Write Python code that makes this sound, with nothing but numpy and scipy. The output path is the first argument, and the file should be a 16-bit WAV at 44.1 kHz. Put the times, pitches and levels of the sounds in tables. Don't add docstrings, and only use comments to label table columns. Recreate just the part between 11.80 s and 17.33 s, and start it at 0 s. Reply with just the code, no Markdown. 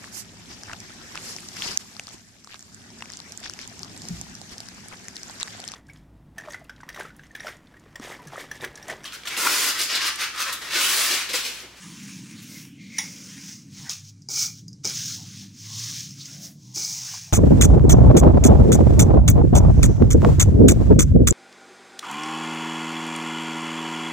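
import sys
import numpy as np
from scipy import signal
from scipy.fft import rfft, irfft, next_fast_len
from scipy.io import wavfile

SR = 44100
rng = np.random.default_rng(int(sys.argv[2]) if len(sys.argv) > 2 else 0)


def materialize(psi):
    bounded = np.clip(np.atleast_2d(psi).T, -1, 1)
    quanta = np.round(bounded * 32767).astype(np.int16)
    wavfile.write(sys.argv[1], SR, quanta)


N = 243695
TIME = np.arange(N) / SR

# full_pressure_s, attack_s, hold_s, release_s, dough_db, fine_crumbs_db, coarse_crumbs_db
HAND_STROKES = [ (.03, 0.14, 0.34, .5, -47.5, -50.5, -56.5), (.32, 0.24, 0.016, 0.15, -49, -49.5, -78),
                (.52, 0.32, 0.14, 0.31, -51.5, -59, -65), (.745, 0.24, 0.074, 0.063, -56, -47.5, -55.5),
                (1.02, 0.043, 0.14, 0.24, -64, -57, -56), (1.21, 0.13, 0.091, 0.44, -48.5, -41.5, -68),
                (1.45, 0.17, 0.14, 0.29, -49, -47.5, -72), (1.69, 0.16, 0.026, 0.14, -50.5, -41.5, -59),
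                (1.98, .1, 0.097, .04, -51, -45.5, -52), (2.097, 0.0076, 0.0071, 0.1, -39, -31, -39),
                (2.28, 0.12, 0.017, 0.029, -72, -50.5, -58.5), (2.505, .02, .04, 0.15, -79, -32, -65),
                (2.59, 0.077, 0.042, 0.084, -46, -23, -44), (2.79, 0.099, 0.005, 0.04, -69, -49.5, -57),
                (3.053, 0.021, 0.046, 0.42, -44, -33, -41.5), (3.17, 0.079, 0.18, 0.11, -53.5, -34, -43),
                (3.57, 0.3, 0.057, 0.11, -55, -46, -50), (3.8, 0.095, 0.064, .1, -59, -46.5, -56),
                (4.0, 0.24, .2, .19, -47, -34.5, -42.5), (4.42, 0.1, .14, 0.15, -54, -43.5, -54),
                (4.65, 0.063, 0.0067, 0.049, -68, -38, -52), (4.89, 0.18, .05, .1, -73, -53.5, -63),
                (4.963, 0.03, 0.14, 0.31, -53.5, -29.5, -50), (5.28, 0.34, 0.063, 0.28, -47, -36, -49)]
# frequency_hz, relative_level_db_per_hz
DOUGH_SPECTRUM = [(300, -21.5), (500, -15), (650, -20), (860, -5.5), (1050, -5.5), (1500, 0.5), (2200, 4.5),
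                  (3200, 2), (4500, -5), (7000, 0), (10000, -5), (13500, -21.5), (15500, -10.5)]
# centre_s, length_s, pitch_hz, level_db
AIR_POCKETS = [(0.064, 0.21, 1080, -57.5), (0.586, .05, 4080, -50), (0.727, 0.14, 510, -64.5),
               (0.918, 0.38, 2850, -60), (1.31, 0.41, 505, -62), (2.056, 0.11, 890, -56),
               (2.073, 0.044, 1800, -45.5), (3.404, .096, 810, -60.5), (3.632, 0.034, 785, -68),
               (3.945, 0.18, 1050, -58.5), (4.413, 0.036, 4270, -41.5), (4.615, 0.23, 620, -61),
               (5.19, 0.51, 890, -61), (5.345, 0.031, 954, -47), (5.498, 0.046, 794, -60.5)]
# centre_s, length_s, level_db
SKIN_PEELS = [(0.633, 0.024, -48.5), (0.765, 0.21, -48), (4.127, .26, -51.5), (4.655, 0.14, -49.5)]
# centre_s, length_s, pitch_hz, width_hz, level_db
GRIP_THUD = [(1.99, 0.018, 64, 46.3, -49.5)]
# start_s, level_db, decay_to_minus_60_db_s
DOUGH_LANDINGS = [(2.091, -43.5, 0.04), (2.487, -47, 0.3), (3.046, -35.5, 0.087), (3.053, -39.5, 0.23),
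                  (4.961, -46.5, 0.36)]
# frequency_hz, relative_level_db_per_hz
LANDING_SPECTRUM = [(80, -25), (200, -1), (350, 3), (520, -2), (700, -8), (860, -5), (1200, -25),
                    (3000, -58)]
# frequency_hz, relative_level_db_per_hz
FINE_CRUMB_SPECTRUM = [(1500, -43), (2700, -27), (3600, -18.5), (4450, -9.5), (4950, -2.5), (5700, -0.5),
                       (6600, -2), (7200, -8.5), (8200, -15), (9500, -20), (11500, -24.5), (13700, -30.5),
                       (15000, -13), (16000, -26)]
# frequency_hz, relative_level_db_per_hz
COARSE_CRUMB_SPECTRUM = [(1500, -41), (2600, -10), (3300, -0.5), (4400, 1.5), (5500, -15), (8000, -23)]
# full_pressure_s, attack_s, hold_s, release_s, level_db
SINGING_RUBS = [(.77, 0.11, .02, 0.075, -51.5), (1.01, 0.058, 0.027, 0.14, -54.5),
                (1.17, 0.11, .02, 0.21, -44)]
# frequency_hz, width_hz, relative_level_db
SINGING_MODES = [(2154, 140, -4.5), (2220, 440, -6)]
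# full_pressure_s, attack_s, hold_s, release_s, level_db
BEARING_PUSHES = [(2.12, .1, 0.27, .1, -75), (2.49, 0.0063, 0.098, .1, -54.5),
                  (2.58, .09, 0.076, 0.07, -44.5), (3.053, 0.016, 0.0033, 0.088, -42),
                  (4.965, 0.0088, 0.028, 0.29, -48.5)]
# frequency_hz, width_hz, relative_level_db
PLATE_FLOOR_MODES = [(850, 56, -3), (1350, 280, -3.5), (2260, 63, 7.5), (2393, 80, 4)]
# start_s, level_db
STEEL_TICKS = [(2.0948, -18.5), (2.42, -45), (2.487, -24), (2.561, -15), (2.8813, -34), (2.93, -39),
               (3.04, -33), (3.0467, -23.5), (3.0528, -15.5), (3.0732, -14.5), (3.0979, -22),
               (4.037, -25.5), (4.308, -32), (4.456, -28.5), (4.9596, -21), (5.048, -19)]
# frequency_hz, relative_level_db_per_hz
TICK_SPECTRUM = [(1500, -20.5), (3900, -41), (4900, 10.5), (6500, 6), (7800, -8), (12500, -23),
                 (15000, -18)]
# start_s, level_db
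PLATE_KNOCKS = [(0.037, -51), (.512, -43), (.85, -41.5), (1.183, -15), (1.1856, -21.5), (2.095, -50)]
# frequency_hz, width_hz, relative_level_db
PLATE_MODES = [(871, 130, -8), (935, 160, -9.5), (1450, 350, -14), (2017, 126, 2), (2200, 280, 3),
               (2720, 1250, -8.5), (3400, 72, 0.5), (3745, 180, -4), (4980, 200, -2), (5710, 480, 3.5),
               (6670, 720, -5), (9580, 1000, -6), (8900, 12000, -28), (15200, 990, -15)]
# frequency_hz, width_hz, relative_level_db
FREE_RIM_MODES = [(2370, 13, -2), (3520, 15, -7)]
# time_s, lower_drone_db, upper_drone_db
HUM_LEVELS = [(0.0, -53, -43), (1.86, -52, -49), (2.08, -46, -49), (2.14, -57, -64.5), (2.72, -46.5, -52.5),
              (3.57, -50.5, -48), (3.83, -52, -54), (3.94, -45, -54.5), (4.68, -52, -50),
              (5.26, -52, -61.5), (5.53, -48.5, -69)]
# frequency_hz, relative_level_db_per_hz
LOW_DRONE_SPECTRUM = [(20, -38.5), (45, -29), (70, -23), (90, -13.5), (110, -3), (145, -1.5), (180, -8),
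                      (240, -30), (400, -33)]
# frequency_hz, width_hz, relative_level_db
LOW_ROOM_MODES = [(174.1, 20, -3.5), (194.1, 8.5, 4.5), (222.5, 15.8, -3), (257, 13.6, -5),
                  (275.9, 9.4, -1), (308.2, 19.2, -8), (194.3, 78, -11.5), (445, 45, -26)]
# full_level_s, hold_s, pitch_hz at that time, level_db
HUM_NOTES = [(2.201, 0.37, 101.3, -49.5), (2.646, 0.96, 108.4, -46.5), (3.402, 0.33, 99.9, -49.5),
             (3.921, 0.19, 108, -42), (4.36, 0.2, 138.5, -44), (4.899, 0.18, 123.9, -47.5),
             (5.381, .1, 102.2, -49.5)]
# frequency_hz, relative_level_db_per_hz
HISS_SPECTRUM = [(300, -7), (1000, -5.5), (2500, -19), (4000, 2), (6000, 9.5), (12000, -15), (16000, -40.5)]

ATTACK_CURVE = 1.3
FADE_DB = 20
DOUGH_SAG_DB_PER_S, STEEL_SAG_DB_PER_S = 7.5, 5.5
RESTING_DB = -78
SQUISH_WIDTH = 0.3
PEEL_HZ, PEEL_WIDTH_HZ = 10500, 18000
RIM_DB = -28
LOW_DRONE_TRIM_DB, HIGH_DRONE_TRIM_DB, HISS_DB = 1.4, 0.72, -66
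NOTE_RISE_HZ_PER_S, NOTE_ATTACK_S, NOTE_RELEASE_S, OCTAVE_DB = 14, 0.2, 0.11, -19.5
NOTE_WAVER_DB, NOTE_WAVER_PER_S = 1.8, 10
ROOM_T60_S, ROOM_DB = 0.28, -13.5
CUTOFF_HZ = 15900


def dough(gain):
    slips = grains(per_s=3500, spread_db=-1.5) * from_db(1.2 * drift(45))
    moving = shifting(slips, patchy_db=2.9, rate=24)
    return gain * colour(moving, DOUGH_SPECTRUM)


def squishes():
    pockets = [(s, length, hz, SQUISH_WIDTH * hz, db) for s, length, hz, db in AIR_POCKETS]
    peels = [(s, length, PEEL_HZ, PEEL_WIDTH_HZ, db) for s, length, db in SKIN_PEELS]
    return swells(pockets + peels)


def pats():
    impacts = sum(from_db(db) * burst(s, t60) for s, db, t60 in DOUGH_LANDINGS)
    return colour(impacts, LANDING_SPECTRUM)


def scrape(fine_gain, coarse_gain):
    slips = grains(per_s=5000, spread_db=1.5) * from_db(0.82 * drift(120))
    ringing = rms_one(diffuse(slips, t60=0.81, wet_db=-11))
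    fine = colour(ringing, FINE_CRUMB_SPECTRUM)
    coarse = colour(grains(per_s=4000, spread_db=2.5), COARSE_CRUMB_SPECTRUM)
    return fine_gain * fine + coarse_gain * coarse


def rubbed_plate():
    singing_gain = pushes(SINGING_RUBS, STEEL_SAG_DB_PER_S)[0]
    singing = singing_gain * resonate(rng.standard_normal(N), SINGING_MODES)
    bearing_gain = pushes(BEARING_PUSHES, STEEL_SAG_DB_PER_S)[0]
    bearing = bearing_gain * resonate(grains(per_s=4500, spread_db=9.0), PLATE_FLOOR_MODES)
    return singing + bearing


def ticks():
    contacts = sum(from_db(db) * burst(s, t60=.013) for s, db in STEEL_TICKS)
    return colour(diffuse(contacts, t60=0.13, wet_db=-5.5), TICK_SPECTRUM)


def knocks():
    force = np.zeros(N)
    for s, db in PLATE_KNOCKS:
        clatter = burst(s, t60=0.021)
        wash = from_db(-10.5) * burst(s, t60=0.2)
        force += from_db(db) * (clatter + wash)
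    return resonate(force, PLATE_MODES)


def rim(contact):
    return from_db(RIM_DB) * resonate(contact, FREE_RIM_MODES)


def hum():
    low_db, high_db = in_time(HUM_LEVELS)
    lower = from_db(low_db + LOW_DRONE_TRIM_DB) * colour(rng.standard_normal(N), LOW_DRONE_SPECTRUM)
    upper = from_db(high_db + HIGH_DRONE_TRIM_DB) * resonate(rng.standard_normal(N), LOW_ROOM_MODES)
    hiss = from_db(HISS_DB) * colour(rng.standard_normal(N), HISS_SPECTRUM)
    return lower + upper + sum(note(*row) for row in HUM_NOTES) + hiss


def note(s, hold, hz, db):
    pitch_hz = hz + NOTE_RISE_HZ_PER_S * (TIME - s) + 1.52 * drift(20)
    phase = 2 * np.pi * np.cumsum(pitch_hz) / SR
    waver = from_db(db + NOTE_WAVER_DB * drift(NOTE_WAVER_PER_S))
    gain = waver * envelope(s, NOTE_ATTACK_S, hold, NOTE_RELEASE_S)
    return gain * (np.sin(phase) + from_db(OCTAVE_DB) * np.sin(2 * phase))


def envelope(s, attack, hold, release, sag_db_per_s=0):
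    age = TIME - s
    rise = np.clip(1 + age / attack, 0, 1) ** ATTACK_CURVE
    fades = np.clip((age - hold) / release, 0, 10)
    return rise * from_db(-FADE_DB * fades - sag_db_per_s * np.clip(age, 0, hold))


def pushes(rows, sag_db_per_s):
    power = sum(np.outer(from_db(row[4:]), envelope(*row[:4], sag_db_per_s)) ** 2 for row in rows)
    return np.sqrt(power)


def grains(per_s, spread_db):
    sizes = from_db(spread_db * np.minimum(rng.exponential(1, N), 4))
    signed = sizes * rng.choice([-1, 1], N)
    return rms_one(signed * (rng.random(N) < per_s / SR))


def swells(rows):
    out = np.zeros(N)
    slips = grains(per_s=7400, spread_db=1.5)
    for s, length, hz, width, db in rows:
        swell = np.exp(-np.minimum((2 * (TIME - s) / length) ** 2, 20))
        out += resonate(slips * swell * from_db(db), [(hz, width, 0)])
    return out


def shifting(x, patchy_db, rate):
    spectrum, out = rfft(x), 0
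    band = np.sqrt(np.arange(len(spectrum)) * SR / N / 8)
    for k in range(int(band[-1]) + 2):
        weight = np.maximum(1 - abs(band - k), 0)
        out = out + irfft(spectrum * weight, N) * from_db(patchy_db * drift(rate))
    return rms_one(out)


def burst(start, t60):
    age = TIME - start
    return rng.standard_normal(N) * (age >= 0) * from_db(-60 * np.clip(age / t60, 0, 3))


def diffuse(x, t60, wet_db):
    tail = burst(0, t60)[:SR // 2]
    return x + from_db(wet_db) * signal.fftconvolve(x, tail / np.linalg.norm(tail))[:N]


def resonate(x, modes):
    power = sum(from_db(db) ** 2 * width * 2 / SR for hz, width, db in modes)
    out = 0
    for hz, width, db in modes:
        edges = np.clip([hz - width / 2, hz + width / 2], 10, SR / 2 - 10)
        band = signal.butter(2, edges, "band", fs=SR, output="sos")
        out = out + from_db(db) * signal.sosfilt(band, x)
    return out / np.sqrt(power)


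def colour(x, spectrum):
    size = next_fast_len(N + 8192, True)
    hz = np.maximum(np.arange(size // 2 + 1) * SR / size, 1)
    points = np.array(spectrum)
    level_db = np.interp(np.log(hz), np.log(points[:, 0]), points[:, 1])
    level_db -= 60 * np.maximum(np.log2(hz / points[-1, 0]), 0)
    gain = rms_one(from_db(level_db))
    cepstrum = irfft(np.log(gain), size)
    cepstrum[1:size // 2] *= 2
    cepstrum[size // 2 + 1:] = 0
    return irfft(rfft(x, size) * np.exp(rfft(cepstrum)), size)[:N]


def drift(rate):
    knots = rng.standard_normal(4000)
    return 1.22 * np.interp(TIME * rate, np.arange(len(knots)), knots)


def in_time(rows):
    s, *columns = np.transpose(rows)
    return [np.interp(TIME, s, c) for c in columns]


def from_db(db):
    return 10 ** (np.asarray(db) / 20)


def rms_one(x):
    return x / np.sqrt(np.mean(x ** 2) + 1e-20)


def scene():
    dough_gain = pushes(HAND_STROKES, DOUGH_SAG_DB_PER_S)[0] + from_db(RESTING_DB)
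    fine_gain, coarse_gain = pushes(HAND_STROKES, STEEL_SAG_DB_PER_S)[1:]
    kneading = dough(dough_gain) + squishes() + swells(GRIP_THUD) + pats()
    steel = scrape(fine_gain, coarse_gain) + rubbed_plate() + ticks() + knocks()
    contact = kneading + steel
    in_room = diffuse(contact + rim(contact), t60=ROOM_T60_S, wet_db=ROOM_DB)
    return np.tile(in_room + hum(), (2, 1))


def record(dry):
    lowpass = signal.ellip(12, .2, 80, CUTOFF_HZ, fs=SR, output="sos")
    return signal.sosfilt(lowpass, dry)


dry = scene()
out = record(dry)
materialize(out)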